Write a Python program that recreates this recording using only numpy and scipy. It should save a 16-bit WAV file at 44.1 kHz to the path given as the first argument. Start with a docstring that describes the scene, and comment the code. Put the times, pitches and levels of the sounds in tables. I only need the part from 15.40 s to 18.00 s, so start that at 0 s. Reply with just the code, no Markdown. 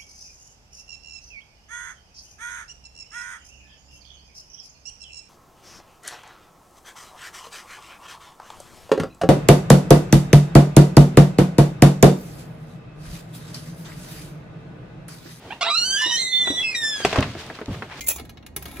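"""On an outdoor deck, a sprung wooden gate swings shut. Its dry hinges stick and slip, squealing against
each other, climbing in steps and then sinking in pitch until the gate slams on its post and rattles.
Feet thud on the boards, small things knock and clothing rustles close to the microphone,
all over a soft outdoor hush."""
import sys
import numpy as np
from scipy import signal
from scipy.fft import rfft, irfft
from scipy.io import wavfile

SR = 44100
rng = np.random.default_rng(int(sys.argv[2]) if len(sys.argv) > 2 else 0)


def store_pcm(level_fs):
    """Save levels as 16-bit WAV."""
    pcm = np.round(np.clip(level_fs, -1, 1) * 32767).astype(np.int16)
    wavfile.write(sys.argv[1], SR, np.atleast_2d(pcm).T)


N = 114660
T = np.arange(N) / SR
FREQS = np.arange(N // 2 + 1) * SR / N + 1
TOP_HZ = 15700
WAVER_HZ, SHIMMER_HZ = 43.7, 176  # slow and fast unevenness of a hinge's grip

# How unsteadily the hinges slip. 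Each row: time in seconds, roughness from 0 to 1.
ROUGHNESS = [(.3,0.4),(.38,0.24),(.54,0.24),(.6,0.59),(.72,0.47),(.85,0.19),(1.17,0.03),(1.22,0.67),(1.27,0.18),(1.34,0.72),(1.39,0)]
# The gate's wooden ring. Each row: pitch in Hz, relative level in dB, T60 in seconds before damping.
GATE_MODES = [(273,-8,0.074),(416,3,0.069),(703,3.5,0.055),(1118,-6,0.043),(1940,-7,0.029),(2500,-0.5,0.015),(3353,-9,0.1)]
# Edges in Hz of the boom, knock, clack and tick bands of a heavy blow.
BLOW_EDGES_HZ = [62, 200, 900, 3300, 7000]


def squeal(coupling_db=19):
    """Hinges and spring sing together and shake each other into sum and difference tones."""
    thin = thin_squeals()
    rich = main_hinge()
    low_cut = 1 / (1 + (2000 / FREQS) ** 4)
    coupled = irfft(rfft(rich * thin * curve(ROUGHNESS)) * low_cut, N)
    return place_squeal(rich + thin + amp(coupling_db) * coupled + creaks())


def main_hinge(tilt_db_per_khz=-3.2, pivot_khz=9.88):
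    """The rich lead squeal of dry metal: three strong harmonics under a falling series of overtones."""
    # The climb, then the closing fall. Each row: time in seconds, pitch in Hz,
    # levels of harmonics 1, 2 and 3 in dB, overtone level at the pivot in dB.
    climbing = [(.3,1190,-25.5,-37,-55,-57),(.335,1223,-28.5,-36,-65,-59),(.36,1380,-28,-28,-20.5,-52),(.388,1417,-51.5,-29.5,-18.5,-47),(.435,1427,-35.5,-30,-26,-44.5),(.452,1512,-40,-32,-30,-45),(.5,1535,-43,-31,-27.5,-44),(.555,1595,-23,-23.5,-26.5,-42.5),(.585,1717,-27.5,-35.5,-44,-46),(.635,1763,-24.5,-31.5,-31,-48),(.69,1897,-41,-27,-38,-54),(.74,1873,-27,-27.5,-31.5,-48),(.778,1844,-35,-36,-34,-48),(.792,2105,-32.5,-22,-35.5,-45.5),(.87,2029,-34,-34,-37.5,-53),(.99,2044,-36.5,-56,-47,-55.5),(1.08,1966,-31,-27,-42.5,-50.5),(1.14,1939,-42,-37.5,-41,-56),(1.195,1981,-31,-33.5,-41,-49.5),(1.225,2123,-47,-64,-65,-62),(1.335,2104,-35.5,-43.5,-53,-53)]
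    closing = [(1.349,1980,-25.5,-32,-39,-53),(1.365,1870,-32.5,-25,-31.5,-41),(1.41,1844,-37,-32,-43,-49.5),(1.44,1778,-24,-29.5,-28,-44.5),(1.505,1760,-37.5,-27,-34,-48),(1.55,1685,-31,-34,-32,-54.5),(1.61,1636,-37.5,-39.5,-52,-51),(1.648,1543,-43,-34.5,-28,-70)]
    out = 0
    for rows in (climbing, closing):
        khz = curve(rows) / 1000
        strong = [curve(rows, column) for column in (2, 3, 4)]
        overtones = [curve(rows, 5) + tilt_db_per_khz * (k * khz - pivot_khz) for k in range(4, 11)]
        out += stick_slip(rows, strong + overtones)
    return out


def thin_squeals(tilt_db_per_khz=-4.5):
    """Second hinge, pin and spring whistle: a strong fundamental with three fading harmonics above."""
    # Five squeals. Each row: time in seconds, pitch in Hz, levels of harmonics 1 and 2 in dB.
    second_hinge = [(.56,3154,-24,-29),(.59,2924,-26,-36),(.685,2876,-30,-43),(.72,3034,-26,-32.5),(.762,3064,-26,-35),(.785,3300,-28,-32)]
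    second_high = [(.785,3690,-31,-36.5),(.87,3741,-31.5,-36),(.91,3600,-40.5,-56),(.93,3574,-22.5,-44),(1.02,3527,-18,-50),(1.16,3507,-27,-55),(1.21,3355,-24.5,-52),(1.26,3315,-48,-62)]
    second_closing = [(1.228,2682,-23.5,-37.5),(1.28,2580,-22,-30),(1.31,2535,-36.5,-37),(1.339,2452,-28.5,-48),(1.344,2380,-20,-32),(1.375,2440,-54,-69)]
    pin = [(.25,3756,-34,-48),(.31,3908,-23,-46),(.355,3970,-20.5,-37)]
    spring = [(.768,4110,-21.5,-57),(.82,4140,-37.5,-41),(1.02,4360,-37.5,-61)]
    out = 0
    for rows in (second_hinge, second_high, second_closing, pin, spring):
        khz = curve(rows) / 1000
        upper = [curve(rows, 3) + tilt_db_per_khz * k * khz for k in range(3)]
        out += stick_slip(rows, [curve(rows, 2)] + upper)
    return out


def stick_slip(rows, levels_db, flutter_db=5, shimmer_db=1.5, rasp_depth=0.5, rasp_hz=248):
    """Harmonics ride one uneven slip cycle; the grip flutters, and a rough contact shimmers and rasps."""
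    hz, rough = curve(rows), curve(ROUGHNESS)
    phase = slip_phase(hz, rough)
    grip_db = flutter_db * rough * wander(WAVER_HZ)
    out = 0
    for k, db in enumerate(levels_db, 1):
        rasp = 1 + rasp_depth * rough ** 2 * wander(rasp_hz * k)
        level = amp(db + grip_db + shimmer_db * rough * wander(SHIMMER_HZ))
        out += level * rasp * np.sin(k * phase) * (k * hz < TOP_HZ)
    return np.sqrt(2) * out * window(rows[0][0], rows[-1][0], edge_s=0.0089)


def slip_phase(hz, rough, jitter=0.01365, jitter_hz=353, waver=0.00281):
    """Phase of the stick-slip cycle: the rougher the contact, the less even its periods."""
    bend = 1 + jitter * rough * wander(jitter_hz) + waver * wander(WAVER_HZ)
    return 2 * np.pi * np.cumsum(hz * bend) / SR


def creaks(flutter_db=3.5):
    """Short, low, ragged stick-slip glides as a hinge breaks loose."""
    # Each row: start and length in seconds, first and last pitch in Hz, level in dB, treble limit in Hz.
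    glides = [(0.105,0.027,748,956,-32,3300),(.21,0.022,725.7,677,-23,10400),(0.213,0.039,1038,1416,-24,5570),(0.244,0.07,730,1237,-28,4740),(0.245,0.058,669,680,-29.5,2200),(0.614,0.11,1017,954,-32,5840)]
    # Tone of the hinge metal. Each row: frequency in Hz, gain in dB.
    metal = [(650,-1),(1300,-2.5),(1900,-8.5),(2700,-2),(4200,-3.5),(5400,-9.5),(15000,-29)]
    out = np.zeros(N)
    for start, length, first_hz, last_hz, db, limit_hz in glides:
        envelope = window(start, start + length, edge_s=0.0017)
        on = envelope > 0
        hz = np.interp(T, [start, start + length], [first_hz, last_hz])
        phase = slip_phase(hz, rough=0.78)[on]
        tone = 0
        for k in range(1, 20):
            partial_hz = k * hz[on]
            gain = colour(metal, partial_hz) / (1 + (partial_hz / limit_hz) ** 10)
            tone += gain * (partial_hz < TOP_HZ) * np.sin(k * phase + 2 * np.pi * rng.random())
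        flutter = amp(flutter_db * wander(SHIMMER_HZ)[on])
        out[on] += amp(db) * unit(tone * flutter) * envelope[on]
    return out


def place_squeal(x, left_lag_s=4.3e-5, treble_left_db=4.5, treble_hz=5800):
    """Sets the squeal a little to the right in its reflections; the top overtones lean back leftward."""
    # Each row: time in seconds, left minus right in dB before the treble lean.
    balance = [(.2,-4),(1.1,-4.5),(1.45,-1)]
    left, right = x + reflections(x, t60_s=0.17, wet_db=-6)
    lean = amp(treble_left_db / 2 / (1 + (treble_hz / FREQS) ** 10))
    lag = np.exp(-2j * np.pi * FREQS * left_lag_s)
    left = irfft(rfft(left) * lean * lag, N)
    right = irfft(rfft(right) / lean, N)
    pan = amp(curve(balance) / 2)
    return np.array([left * pan, right / pan])


def slam(boom_db=-13):
    """The gate hits its post and rattles against it."""
    # Each row: start in seconds, relative levels of knock, clack and tick in dB.
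    strikes = [(1.649,-8.5,-13,-19.5),(1.728,-19.5,-20.5,-32),(1.758,-21.5,-22.5,-28),(1.775,-16.5,-28,-35),(1.826,-29,-19,-37)]
    rows = [(at, knock + boom_db, knock, clack, tick) for at, knock, clack, tick in strikes]
    return blows(rows, GATE_MODES, BLOW_EDGES_HZ, crack_db=-13.5, damping=1.64, level_db=-4)


def footsteps(tick_db=-20):
    """Feet land and set the deck boards booming."""
    # Each row: start in seconds, relative levels of boom, knock and clack in dB.
    steps = [(1.102,-28.5,-16,-34),(1.785,-4.5,-6.5,-19),(2.282,-20,-19.5,-57),(2.299,-14.5,-23,-66)]
    # The boards' ring. Each row: pitch in Hz, relative level in dB, T60 in seconds before damping.
    deck_modes = [(95.7,-3.5,0.085),(129.7,-9,0.081),(177,-6.5,0.06),(271.8,5,0.07),(350,-8,0.083),(574,-6.5,0.096)]
    rows = [(at, boom, knock, clack, clack + tick_db) for at, boom, knock, clack in steps]
    return blows(rows, deck_modes, BLOW_EDGES_HZ, crack_db=-11, damping=1.03, level_db=-6.5)


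def taps(boom_db=-13, tick_db=-20):
    """Small knocks and handling taps: a dry crack with a brief wooden ring."""
    # Each row: start in seconds, relative levels of knock and clack in dB.
    touches = [(0.659,-25.5,-60),(1.072,-23,-20.5),(1.601,-25,-29),(1.951,-22,-30),(2.1,-28.5,-24.5),(2.188,-30,-28.5),(2.214,-21,-28.5),(2.344,-46,-30.5),(2.422,-25,-20.5)]
    # Edges in Hz of a tap's boom, knock, clack and tick bands.
    edges_hz = [90, 200, 520, 2000, 5000]
    rows = [(at, knock + boom_db, knock, clack, clack + tick_db) for at, knock, clack in touches]
    return blows(rows, GATE_MODES, edges_hz, crack_db=2.5, damping=1.87, level_db=-8.5)


def blows(rows, modes, edges_hz, crack_db, damping, level_db, contact_db=4, contact_t60_s=0.038):
    """Each blow rings the wood's modes, with a noisy crack that dies sooner in the treble."""
    # T60 in seconds before damping of the noise in the boom, knock, clack and tick bands.
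    band_t60_s = [0.76, 0.34, 0.084, 0.18]
    out = np.zeros((2, 2 * N))
    size = SR // 2
    t = T[:size]
    contact = amp(contact_db - 60 * t / contact_t60_s)
    for band, (lo, hi, t60) in enumerate(zip(edges_hz, edges_hz[1:], band_t60_s)):
        grit = stereo_noise(1 / np.sqrt((1 + (lo / FREQS) ** 10) * (1 + (FREQS / hi) ** 8)))
        crack_envelope = contact + amp(-60 * t * damping / t60)
        attack = 1 - np.exp(-t * hi * 1.1)
        for i, (at, *bands_db) in enumerate(rows):
            crack = np.roll(grit, i * N // len(rows), axis=1)[:, :size] * crack_envelope
            ring = 0
            for hz, db, mode_t60 in modes:
                if lo <= hz < hi:
                    detuned_hz = hz * (1 + 0.037 * rng.standard_normal())
                    ring += amp(db - 60 * t * damping / mode_t60) * np.sin(2 * np.pi * detuned_hz * t)
            hit = (ring + amp(crack_db) * unit_burst(crack)) * attack
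            start = int(at * SR)
            out[:, start:start + size] += amp(bands_db[band] + level_db) * unit_burst(hit)
    return out[:, :N]


def clicks(t60_s=0.011):
    """Tiny hard contacts, each gone in a few milliseconds."""
    # Each row: start in seconds, level in dB, centre in Hz.
    contacts = [(1.807,-28,6150),(2.065,-41,5300),(2.207,-35,1080),(2.259,-33.5,3380)]
    out = 0
    for at, db, hz in contacts:
        envelope = amp(db - 60 * np.abs(T - at) / t60_s) * (T >= at)
        out += envelope * pink_band(hz, octaves=1)
    return out


def rustles(fall_ratio=2.08, grain_db=2.5, grain_hz=352):
    """Swells of fine, irregular contacts: loose fittings, soles and cloth."""
    # Each row: peak time in seconds, seconds to rise 20 dB, peak level in dB, centre in Hz.
    swells = [(0.066,0.033,-40.5,440),(1.105,0.053,-43,5030),(1.676,0.21,-31.5,2460),(1.763,0.061,-23,895),(1.998,0.033,-35,2687),(2.15,0.042,-41,2350),(2.521,0.041,-34,1350),(2.589,0.1,-41,2620)]
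    out = 0
    for at, rise, db, hz in swells:
        from_peak = np.maximum((at - T) / rise, (T - at) / rise / fall_ratio)
        envelope = amp(db - 20 * from_peak.clip(0, 10))
        grain = amp(grain_db * wander(grain_hz))
        out += envelope * unit(grain * pink_band(hz, octaves=1.32))
    return out


def reflections(x, t60_s, wet_db, low_cut_hz=220):
    """Sound scattered back from the boards, railings and house wall, starting 3 ms late."""
    scatter = stereo_noise(FREQS ** 2 / (FREQS ** 2 + low_cut_hz ** 2), side_hz=2000)
    tail = scatter * amp(-60 * T / t60_s) * (T > .003)
    tail = tail[:, :N // 3] / np.sqrt(np.sum(tail ** 2) / 2)
    return amp(wet_db) * signal.fftconvolve(x[None], tail, axes=1)[:, :N]


def air(flicker_db=3, flicker_hz=6.7):
    """A gently flickering bed of outdoor hush and faint handling noise."""
    # Each row: frequency in Hz, relative noise density in dB.
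    spectrum = [(25,-14.5),(128,-3),(280,-5.5),(850,-10.5),(1400,-16.5),(3000,-18),(15000,-43)]
    # Each row: time in seconds, level in dB.
    fader = [(0,-51),(.06,-47.5),(.9,-46),(1.15,-45),(1.95,-40.5),(2.25,-45.5),(2.6,-42)]
    return stereo_noise(colour(spectrum, FREQS)) * amp(curve(fader) - flicker_db * wander(flicker_hz))


def amp(db):
    """Decibels to gain."""
    return 10 ** (np.asarray(db) / 20)


def unit(x):
    """Scale to rms 1."""
    return x / (np.std(x) + 1e-12)


def unit_burst(x):
    """Scale a stereo hit to the energy of 10 ms at rms 1."""
    return x / np.sqrt(np.sum(x ** 2) / (2 * (SR // 100)))


def curve(rows, column=1):
    """A column of a table, joined by straight lines in time."""
    rows = np.array(rows)
    return np.interp(T, rows[:, 0], rows[:, column])


def colour(rows, hz):
    """Gain of a (Hz, dB) spectrum at the given frequencies."""
    rows = np.array(rows)
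    return amp(np.interp(np.log(hz), np.log(rows[:, 0]), rows[:, 1]))


def window(start, end, edge_s):
    """Fade in at start and out at end."""
    return np.clip((T - start) / edge_s + .5, 0, 1) * np.clip((end - T) / edge_s + .5, 0, 1)


def noise(gain):
    """Noise of rms 1 with the given spectrum."""
    return unit(irfft(rfft(rng.standard_normal(N)) * gain, N))


def wander(hz):
    """Random drift, mostly slower than hz."""
    return noise(1 / (1 + (FREQS / hz) ** 2))


def stereo_noise(gain, side_hz=3500):
    """Noise that is centred in the bass and wide in the treble."""
    mid = noise(gain)
    side = irfft(rfft(noise(gain)) * np.clip(FREQS / side_hz, .05, 1), N)
    return np.array([mid + side, mid - side])


def pink_band(hz, octaves):
    """Stereo pink noise reaching the given octaves either side of hz."""
    return stereo_noise(1 / (1 + (np.log2(FREQS / hz) / octaves) ** 4) / np.sqrt(FREQS))


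def scene():
    """Squeal, slam, steps and small noises over the outdoor air."""
    hits = slam() + footsteps() + taps()
    hinges = squeal()
    hit_tails = reflections(hits.mean(axis=0), t60_s=0.18, wet_db=-7)
    return hinges + hits + hit_tails + clicks() + rustles() + air()


def record(dry):
    """Clip at full scale and cut the top treble steeply."""
    high_cut = signal.ellip(10, .2, 80, TOP_HZ, fs=SR, output="sos")
    return signal.sosfilt(high_cut, np.clip(dry, -1, 1))


dry = scene()
out = record(dry)
store_pcm(out)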